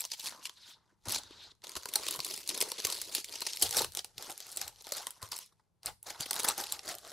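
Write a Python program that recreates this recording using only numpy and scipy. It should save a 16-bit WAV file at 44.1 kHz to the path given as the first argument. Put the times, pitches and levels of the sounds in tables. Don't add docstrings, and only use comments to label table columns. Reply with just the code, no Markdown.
import sys
import numpy as np
from scipy import signal
from scipy.fft import rfft, irfft, next_fast_len
from scipy.io import wavfile
from scipy.ndimage import uniform_filter1d, map_coordinates

SR = 44100
rng = np.random.default_rng(int(sys.argv[2]) if len(sys.argv) > 2 else 0)


def int16_out(signal):
    q = np.round(np.clip(np.atleast_2d(signal).T, -1, 1) * 32767)
    wavfile.write(sys.argv[1], SR, q.astype(np.int16))


def ratio(d):
    e = np.asarray(d, float) / 20
    return 10 ** e


N = 313992


def unit(x):
    return x / np.sqrt(np.mean(x ** 2) + 1e-20)


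def along(points, hz):
    f, v = np.transpose(points)
    return np.interp(np.log(hz + 1), np.log(f + 1), v, left=v[0], right=v[-1])


def curves(rows):
    s, *columns = np.transpose(rows)
    return [np.interp(np.arange(N) / SR, s, column) for column in columns]


def wobble(rate):
    knots = rng.standard_normal(int(N / SR * 400))
    return map_coordinates(knots, [np.arange(N) * min(rate, 399) / SR])


def filtered(x, response):
    size = 2 * next_fast_len(N // 2 + 4096)
    h = response(np.fft.rfftfreq(size, 1 / SR))
    h = h / np.sqrt(np.mean(np.abs(h) ** 2))
    return irfft(rfft(x, size) * h, size)[..., :N]


def colour(points):
    def response(hz):
        cepstrum = irfft(np.log(ratio(np.maximum(along(points, hz), -60))))
        cepstrum[1:len(hz) - 1] *= 2
        return np.exp(rfft(cepstrum[:len(hz)], len(cepstrum)))
    return response


def cavity(modes):
    def response(f):
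        total = 0
        for k, (centre, width, db) in enumerate(modes):
            resonance = 1j * f * width / (centre * centre - f * f + 1j * f * width)
            total = total + (-1) ** k * ratio(db) * resonance
        return total
    return response


def ports(pair, alike):
    def mid_side(hz):
        turn = np.arccos(np.clip(along(alike, hz), 0, 1)) / 2
        return np.array([np.cos(turn), np.sin(turn)])
    mid, side = filtered(pair, mid_side)
    return np.array([mid + side, mid - side]) / 2


def swells(rows):
    s, db, rise, fall = np.transpose(rows)[:4, :, None]
    t = np.arange(0, N + 32, 32) / SR - s
    distance = np.where(t < 0, -t / np.maximum(rise, .005), t / np.maximum(fall, .005))
    return ratio(db - 20 * distance ** 1.3)


def summed(gains):
    total = np.sqrt(np.sum(gains ** 2, 0) + 1e-12)
    return np.interp(np.arange(N) / 32, np.arange(gains.shape[1]), total)


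# frequency in Hz, level in dB per Hz.
FLOOR = [(15, -46.5), (25, -11), (97, -1), (206, -4.5), (249, -17.5), (463, -14), (591, -19.5), (887, -17),
         (1740, -32.5), (16000, -40)]


def hush():
    noise = filtered(rng.standard_normal((2, N)), lambda hz: ratio(along(FLOOR, hz)))
    return ratio(-78.5) * unit(ports(noise, [(100, .4)]))


# frequency in Hz, decay time over 60 dB in seconds.
DECAY = [(200, 0.09), (14000, 0.34)]


def kitchen(x):
    hz, t, z = signal.stft(rng.standard_normal((2, SR // 2)), SR, nperseg=256)
    decay = ratio(-60 * t / along(DECAY, hz)[:, None])
    tail = signal.istft(z * decay, SR, nperseg=256)[1]
    delayed = np.pad(x.mean(0), (200, 0))[None]
    return signal.fftconvolve(delayed, tail / np.linalg.norm(tail[0]), axes=1)[:, :N]


# start in seconds, level in dB, frequency in Hz.
BUMPS = [
    (1.076, -34, 108),
    (1.089, -47, 230),
    (1.308, -39.5, 350),
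    (1.765, -45.5, 70.4),
    (2.185, -44, 146),
    (2.847, -43.5, 87),
    (5.23, -38.5, 101.6),
    (6.2, -38, 141),
]


def bumps():
    t = np.arange(SR // 5) / SR
    pushes = np.zeros(N)
    for s, db, hz in BUMPS:
        damping = np.exp(-t * hz / .96)
        push = np.sin(2 * np.pi * hz * t) * np.minimum(t * hz * 2, 1) * damping
        pushes[round(s * SR):][:len(t)] += ratio(db) * push
    return pushes


# frequency in Hz, level in dB per Hz.
PUFF = [(18, -12.5), (40, 1.5), (110, 5.5), (200, -11.5), (300, -25)]
# strongest moment in seconds, level in dB, rise in seconds,
# fall in seconds per 20 dB.
GUSTS = [(1.14, -64.5, 0.15, 0.47), (2.5, -60, 0.024, -0.6), (2.05, -69.5, 0.24, 0.5),
         (2.863, -73, 0.11, 1.5), (3.637, -50.5, 0.026, 0.18), (3.781, -54, 0.044, 0.26),
         (4.19, -59, 0.046, 0), (4.62, -65.5, 0.1, 0.5), (5.33, -56.5, 0.078, -0.5),
         (5.875, -55.5, 0.034, 0.1), (6.101, -75, 0.14, 7), (6.45, -62, 0.12, 0), (6.899, -73, 0.069, -0.6)]
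# frequency in Hz, left-right likeness from 0 to 1.
ALIKE = [(40, 0.33), (250, 0.87), (1500, 0.99), (8000, 0.86), (15000, 0.63)]


def puffs():
    air = unit(filtered(rng.standard_normal((2, N)), colour(PUFF)))
    draught = ratio(-85.5)
    flaps = (summed(swells(GUSTS)) + draught) * ratio(1.0 + 2.1 * wobble(14))
    return (flaps * ports(air, ALIKE) + bumps()) * ratio([[2.6], [-2.6]])


# start in seconds, end in seconds, damping of the edge from 0 to 1.
STROKES = [
    (0.548, 0.837, 0.5),
    (1.198, 1.607, 1),
]


def sliding():
    t = np.arange(N) / SR
    contact = sum(np.array([[1], [damped]]) * (t > a) * (t < b) for a, b, damped in STROKES)
    return np.clip(uniform_filter1d(contact, size=900), 0, 1)


# frequency in Hz, width in Hz, level in dB.
SKIN = [(1450, 180, -5), (3830, 800, 5.5), (6400, 3600, -11.5)]


def swish(grip, stroke):
    noise = filtered(rng.standard_normal((2, N)), cavity(SKIN))
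    return ratio(-1.1) * grip * stroke * noise


# hardest moment in seconds,
# rustle in dB, rise in seconds, fall in seconds per 20 dB, hollow tone in dB.
GRIPS = [(0, -39.5, 0.055, 0.06, -18), (0.136, -37.5, 0.037, 0.0232, -15.5),
         (0.279, -38, 0.11, -0.0432, -14), (.31, -56, 0.13, 0.25, 1.5), (0.471, -40.5, 0.054, -0.13, -21),
         (1.106, -36.5, 0.04, 0.11, -6.5), (1.145, -36, 0.07, 0.0754, -8.5), (2.152, -42, 0.068, 0.03, -3),
         (1.97, -44.5, 0.1, .5, -6.5), (2.33, -44.5, 0.37, 0.23, -12.5), (2.494, -46, 0.026, 0.7, -4.5),
         (2.615, -40, 0.029, 0.15, -7), (2.864, -41, 0.069, 0.33, -10), (3.164, -35.5, 0.066, 0.06, -14),
         (3.35, -50, 0.19, 0.48, -9.5), (3.474, -50, 0.074, 0.4, -16), (3.505, -46, 0.11, 0.2, -12.5),
         (3.25, -65.5, .05, .06, -10), (3.634, -31, 0.034, 0.09, -14), (3.788, -29.5, 0.087, 0.07, -4),
         (3.992, -42, 0.059, 0.02, -5),
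         (4.1, -67, 0.091, 0.073, -2.5), (4.21, -47.5, 0.045, 0.26, -3.5), (4.62, -47.5, 0.38, 0.13, -6),
           (4.8, -60, 0.085, 0.19, -8), (4.982, -44.5, 0.15, 0.14, -3), (5.229, -47.5, 0.019, 0.071, 0),
           (5.329, -46.5, 0.02, 0.076, -0.5), (5.5, -83.5, 0.043, 0.23, 2), (5.865, -46, 0.026, 0.061, 1.5),
           (6.087, -46, 0.04, 0.11, 1), (6.207, -40.5, 0.023, 0.057, 0), (6.385, -43.5, 0.16, 0.3, -1.5),
           (6.5, -41, 0.18, 0.037, 3), (6.6, -40.5, 0.042, 0.075, -0.5), (6.745, -47.5, 0.18, 0.086, 1),
           (6.892, -39.5, 0.061, 0.086, -1), (7.115, -53, 0.2, 0.086, 1)]
# hardest moment in seconds, rustle in
# dB, # rise in seconds, fall in seconds per 20 dB, hollow tone in dB.
MORE_GRIPS = [
    (.705, -50, .2, .065, -13),
    (.77, -78, .03, .3, 9),
    (.578, -56, .02, .03, -10),
    (1.45, -50, .2, .06, -7),
    (1.515, -57, .08, .012, -7),
    (1.058, -49, .007, .3, -1),
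    (1.33, -56, .12, .13, -5),
    (5.175, -62, .1, .1, -4),
    (1.645, -56, .02, .8, -5),
    (5.42, -54, .13, .07, -15),
]


def hands():
    rows = np.array(GRIPS + MORE_GRIPS)
    each = swells(rows)
    grip = summed(each)
    edge = ratio(-5.5 - 45.5) * (grip / ratio(-44.0)) ** 1.09
    deep = summed(each * ratio(rows[:, 4:]))
    return np.array([grip, edge, deep])


def slips(rate, spread_db, life_ms):
    chance = rng.random(N)
    size = rng.exponential(size=N)
    happens = chance < rate * ratio(3.5 * wobble(25)) / SR
    starts = happens * ratio(spread_db * np.minimum(size, 4))
    return unit(signal.lfilter([1], [1, -np.exp(-1000 / (life_ms * SR))], starts) + 3.5)


# start in seconds, peak in dB, brightness
# in dB, hollow tone in dB.
QUICK_CREASES = [(0.0064, -29.5, 5.5, -40), (0.051, -25.5, -7, -20), (0.136, -26.5, -27, -29),
                 (0.196, -32.5, -3.5, -39), (0.2937, -40, 3, -7), (0.323, -40, -14, -1), (0.348, -42, -15, -1),
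                 (0.454, -20.5, -22, -25.5), (1.0565, -39, -9, -20.5), (1.0956, -31, 0.5, -7),
                 (1.1466, -29, -2, -26), (1.159, -22, -18, -16), (1.5188, -51, -33, -5),
                 (1.6698, -31.5, -18.5, -9), (1.694, -30, -8, -38.5), (1.718, -32.5, -11, -32.5),
                 (1.7537, -26, -12.5, -9.5), (1.8564, -26, -7.5, -11), (1.9372, -24.5, -0.5, -26),
                 (1.9556, -14, -3.5, -20.5), (2.066, -24, -12, -14.5), (2.0846, -22, -5, -16),
                 (2.1089, -23.5, -0.5, -15.5), (2.1246, -26, -6, -22), (2.16, -32, 4, -13.5),
                 (2.1912, -27.5, -9, -3), (2.247, -24, -7, -39.5), (2.3114, -27, -11, -44),
                 (2.3392, -27, -7, -15), (2.4757, -28.5, -1, -45), (2.4904, -17.5, -8.5, -28),
                 (2.501, -23, -22, -28), (2.576, -28, -2.5, -20), (2.605, -24.5, 1, -18),
           (2.611, -12, -12, -29.5), (2.6226, -18, -5, -15), (2.7172, -23.5, -10, -13.5),
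           (2.8008, -23.5, -18, -22), (2.8487, -14, -9.5, -21.5), (2.8694, -25, -2, -14),
           (2.9002, -22.5, -7, -19.5), (2.9444, -28, -5, -19), (3.0156, -26.5, -1, -16),
           (3.149, -16.5, -5.5, -26.5), (3.244, -25.5, -7, -45), (3.2943, -32, -10.5, -13),
           (3.406, -26, -6, -26.5), (3.533, -26.5, -17.5, -37), (3.5711, -26, -8, -34.5),
           (3.709, -23, -6, -23.5), (3.726, -22.5, -11, -27.5), (3.746, -22.5, -14.5, -20),
           (3.7617, -28.5, -5, -19.5), (3.768, -14.5, -4.5, -16.5), (3.776, -20, -5.5, -23),
           (3.8182, -21, -5, -16.5), (3.845, -22.5, -8.5, -14.5), (3.95, -29, 0.5, -23),
           (3.9711, -22, -5, -21), (3.9913, -23, -18, -21), (4.0453, -28, -6.5, -19),
                 (4.1801, -25.5, -14.5, -20), (4.2247, -31, -4, -12), (4.2977, -32.5, -7, -0.5),
           (4.3777, -34.5, 0, -53), (4.4032, -27, -12, -16.5), (4.5168, -44, 6, -29),
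           (4.572, -31.5, 7.5, -10), (4.6138, -20.5, -8.5, -25.5), (4.679, -27.5, -2.5, -43),
           (4.8691, -34.5, -6.5, -2.5), (4.9206, -19.5, -7, -15), (5.0689, -26, -5, -8),
           (5.1065, -36.5, 3.5, -42), (5.2277, -28, -5, -16), (5.3884, -29.5, -1.5, -18),
           (5.832, -39.5, -9, -11.5), (5.859, -27, 4, -16), (6.029, -50, 12.5, -18),
           (6.2065, -21.5, -6, -23), (6.3085, -19.5, -4, -12), (6.331, -23.5, -5, -15),
           (6.363, -23.5, -8, -17), (6.4327, -26, -3, -24), (6.498, -20, -16, -15.5),
           (6.5792, -27, -1, -23), (6.7222, -23, 1, -32), (6.7926, -30, -19, -11.5), (6.8591, -36, -7, -10),
           (6.9846, -36.5, -4, -29), (7.0495, -34, -17, -11)]
# start in seconds, peak in dB, brightness in dB, hollow tone in dB.
FLICKS = [
    (1.309, -45, -30, -3),
]
# start in seconds, peak in dB, brightness in dB,
# hollow tone in dB, length in milliseconds.
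TEARS = [(0.1163, -22, -26, -36, 9.2), (0.393, -44, -32, -27, 7), (1.6373, -32.5, -15, -18, 17),
         (1.7624, -23.5, -11.5, -16, 17.3), (1.885, -32.5, -8, -17.5, 15), (2.544, -25.5, -13, -38, 9.2),
         (2.779, -27.5, -31, -15, 26), (2.9224, -22, -9.5, -21.5, 12.5), (3.3236, -26.5, -25, -29, 6.2),
         (3.354, -25, -31, -24, 10), (3.4155, -22, -17, -18, 13), (3.465, -18.5, -14, -23.5, 12),
         (3.621, -12, -3, -26.5, 17), (4.963, -30, -5, -25, 21), (5.316, -27.5, -9.5, -20.5, 13),
         (5.5218, -63.5, -7, -4.5, 13), (5.595, -70.5, -7, 7.5, 8.9), (6.062, -35, -11, -21, 18),
         (6.097, -29.5, -11, -9.5, 23), (6.257, -29.5, -8, -12.5, 13), (6.393, -22, -5, -14.5, 15),
         (6.443, -20.5, -1, -11, 14.7), (6.4833, -16, -2.5, -19, 13.3), (6.637, -27, -15, -13, 8.6)]
# start in seconds, peak in dB, brightness in dB.
TICKS = [(0.018, -32, -9), (0.0401, -31.5, -15), (0.1887, -45, -10), (0.2205, -44.5, -4), (0.2286, -41, -5),
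         (0.244, -30, -3), (0.2587, -27, -15), (0.2854, -26.5, -15.5), (0.4952, -31, -16),
         (1.0846, -23, -9), (1.122, -29, 6), (1.164, -31, -23), (1.2348, -37.5, -32), (1.4246, -53, -23),
         (1.438, -43, -27), (1.5513, -57, -26), (1.6198, -49, -25), (1.6786, -39, -18), (1.725, -47, -7),
         (1.833, -37.5, -4), (2.034, -25.5, -15), (2.0822, -30, -18), (2.14, -30, -6), (2.1492, -38, -4),
         (2.2029, -22.5, -14), (2.259, -41, -6), (2.264, -31, -3), (2.2805, -41, 4), (2.306, -32, -2.5),
         (2.3626, -39, 2.5), (2.3766, -31.5, -2.5), (2.3905, -36, -11), (2.4293, -60, -7),
         (2.4647, -46, -13.5), (2.55, -26.5, -14), (2.7473, -43.5, -23), (2.772, -38, -29),
         (2.795, -25, -20), (2.821, -32, -15), (2.951, -29.5, -4), (2.9699, -31.5, -22), (2.978, -38, -13),
         (3.0005, -40, -14), (3.0194, -34.5, -1), (3.048, -38.5, -1.5), (3.1818, -26.5, -14),
         (3.198, -34.5, -9), (3.21, -36, -9), (3.2872, -38, -10), (3.3383, -32, -18.5),
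         (3.399, -35.5, -19.5), (3.4271, -35, -9), (3.453, -31, -12), (3.562, -36, 0.5), (3.597, -41.5, 6),
         (3.614, -31.5, -0.5), (3.686, -30.5, -10), (3.692, -28.5, -5), (3.9209, -39, -4),
         (3.9354, -50, 4), (4.3058, -42.5, 9.5), (4.317, -36, -5), (4.324, -47, 4), (4.3457, -59, -1),
             (4.4668, -38, -5), (4.491, -37, -20), (4.502, -37, -16), (4.522, -48, 8), (4.528, -39.5, -3),
             (4.5622, -40, 5), (4.5761, -26.5, -20), (4.5897, -47, -14), (4.5999, -48, -12),
             (4.6765, -33, -16), (4.76, -48, -18), (4.8082, -40, -11), (4.822, -55, 9), (4.843, -39, -22),
             (4.8482, -41, -21), (4.8803, -41, -10.5), (4.8903, -39, -2), (4.937, -37, -1),
             (4.971, -45, -7), (5.022, -39, 0), (5.0774, -37, -6), (5.2176, -45.5, -2), (5.2886, -45, -1),
             (5.355, -43, -8.5), (5.362, -40.5, 4), (5.366, -31.5, -3), (5.379, -40.5, 4), (5.4607, -55, 4),
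             (5.8693, -29, -20), (6.07, -35.5, -17), (6.104, -29, -16), (6.222, -28, -11),
             (6.2605, -31, -19), (6.341, -30, 2), (6.3566, -27, -4), (6.391, -32.5, 4), (6.4023, -20, -14),
             (6.4508, -26.5, -6), (6.479, -29, -7.5), (6.52, -37.5, -0.5), (6.6014, -27, -11),
             (6.612, -31, -2), (6.6186, -38, -9), (6.669, -37, -19), (6.8332, -36.5, -28),
             (6.8717, -46, -18), (6.8915, -37.5, 2), (6.9034, -40, -9), (6.942, -39.5, -6),
             (6.9512, -36, 0), (7.0557, -45, -18), (7.0686, -39, -21), (7.096, -39, -23)]


def snaps(rise, fall_ms, tail_db, tail_ms):
    quick = QUICK_CREASES + FLICKS
    events = [(*row, 2.4 + .4 * (row[1] + 28)) for row in quick]  # ms, longer when strong
    events += TEARS
    events += [(*row, -17, 1.7) for row in TICKS]
    t = np.arange(SR // 12) / SR * 1000
    voices = np.array([[1], [1], [0]])
    power = np.zeros((3, N + SR))
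    for s, db, bright_db, hollow_db, ms in events:
        ms = max(ms, 1)
        tearing = np.exp(-np.maximum(t - .38 * ms, 0) / (fall_ms + .26 * ms))
        shiver = ratio(tail_db) * np.exp(-t / tail_ms)
        shape = (1 - np.exp(-t / (rise * ms ** 2))) * (tearing + shiver)
        crack = 1.5 * voices * np.exp(-t / .58) / (1 + (ms / 2.8) ** 2)
        level = ratio([[db - 9], [db + bright_db - 4.0], [db + hollow_db + 0.5]])
        start = round(s * SR)
        power[:, start:start + len(t)] += (level * (shape + crack)) ** 2
    return power[:, :N]


def tone(x, pitch, db):
    hz = curves(pitch)[0] * (1 + .07 * wobble(20))
    turn = np.exp(2j * np.pi * np.cumsum(hz) / SR)
    pole = np.exp(-1.5 * np.pi * 144.5 / SR)
    gain = np.sqrt(2 * (1 - pole ** 2) ** 3 / (1 + pole ** 2))
    ringing = signal.lfilter([1], [1, -2 * pole, pole ** 2], x / turn) * turn
    return ratio(db) * gain * ringing.real


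# time in seconds, share from 0 (deep open cup) to 1 (narrow fold or tin).
TIGHTNESS = [(0.0, 1), (1.1, 0.77), (1.42, 0.77), (1.93, 0.69), (2.3, 0.45), (2.86, 0.54), (3.07, 0.51),
             (3.56, 0.56), (4.98, 0.98), (5.95, 0.92), (6.45, 0.86), (6.7, 0.93), (7.11, 0.89)]
# frequency in Hz, width in Hz, level in dB.
CUP_SIDES = [(354, 150, -7.5), (671, 320, -6), (1037, 130, -8)]
# frequency in Hz, width in Hz, level in dB.
TIN_SIDES = [(530, 220, -5.5), (1304, 500, -3), (2140, 310, -10)]
# time in seconds, frequency in Hz.
CUP_PITCH = [(1.1, 290), (1.96, 440), (2.2, 412), (2.5, 350), (2.62, 444), (2.72, 524), (2.8, 420),
             (3.2, 390), (3.6, 445)]
# time in seconds, frequency in Hz.
TIN_PITCH = [(0, 860), (.33, 1008), (1.1, 890), (2.1, 1013), (4.5, 807), (4.87, 877), (4.92, 580),
             (5.07, 998), (5.9, 832), (6.6, 880), (6.9, 665)]


def hollow(side, main):
    share = np.clip(curves(TIGHTNESS)[0], 0, 1)
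    cup = filtered(side, cavity(CUP_SIDES)) + tone(main, CUP_PITCH, 1.5)
    tin = filtered(side, cavity(TIN_SIDES)) + tone(main, TIN_PITCH, 0.1)
    return ratio(-3.5) * (np.sqrt(1 - share) * cup + np.sqrt(share) * tin)


def patches(x, depth_db):
    z = signal.stft(x)[2]
    field = uniform_filter1d(rng.standard_normal(z.shape[1:]), size=5, axis=0)
    field = uniform_filter1d(field, size=5, axis=1)
    return signal.istft(z * ratio(depth_db * unit(field)))[1][:, :N]


# frequency in Hz, level in dB per Hz.
BODY = [(1060, -37.5), (1600, -16), (2050, -8), (2500, -5), (3150, -3), (4380, 2), (6380, -1.5),
        (9000, -10), (11700, -9.5), (19800, -120)]
# frequency in Hz, level in dB per Hz.
EDGE = [(5500, -18), (7500, 2.5), (9000, 4), (12000, 1.5), (15500, -6), (17000, -35)]


def parchment():
    levels = hands() * ratio([[1.2], [.7], [1.1]])
    shared = slips(rate=700, spread_db=2, life_ms=1.2)
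    own = np.array([slips(rate=351, spread_db=1.3, life_ms=1.5),
                    slips(rate=350, spread_db=1.5, life_ms=.8),
                    slips(rate=110, spread_db=2.8, life_ms=6)])
    unsteady = 1.3 * wobble(35) + 1.9 * np.array([wobble(24) for voice in levels])
    grain = np.sqrt(.6 * shared ** 2 + .4 * own ** 2) * ratio(unsteady)
    stroke, damped = sliding()
    rustle = levels * grain * (1 - np.array([.92 * stroke, damped, .35 * stroke]))

    ragged = ratio([[2.6], [3.2], [1.2]] * wobble(380))
    creases = snaps(rise=.008, fall_ms=.3, tail_db=-11.5, tail_ms=13)
    shake = np.sqrt(creases / ragged ** 1.5 + rustle ** 2) * ragged
    body, edge, low, deep = shake[[0, 1, 2, 2], None] * rng.standard_normal((4, 2, N))
    sheet = filtered(body, colour(BODY)) + filtered(edge, colour(EDGE))
    return ports(sheet + hollow(low, deep) + swish(levels[0], stroke), ALIKE)


def scene():
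    paper = patches(parchment(), depth_db=2.8)
    room = ratio(-17) * kitchen(paper)
    return paper * ratio([[.3], [-.3]]) + room + puffs() + hush()


def band_limit(x):
    return signal.sosfilt(signal.butter(12, 16810, fs=SR, output="sos"), x)


def record(dry):
    top = .25
    held = dry / (1 + np.abs(dry / top) ** 3) ** (1 / 3)
    hz = np.fft.rfftfreq(N, 1 / SR)
    for edge_hz, keep_db in ((12200, -80.5), (13600, -77.5), (15600, -59.5)):
        high = irfft(rfft(held) * np.clip((hz - edge_hz) / 400, 0, 1), N)
        loud = uniform_filter1d(high ** 2, size=512).mean(0) > ratio(keep_db) ** 2
        held = held - high * (1 - uniform_filter1d(1. * loud, size=256))
    return band_limit(held)


dry = scene()
out = record(dry)
int16_out(out)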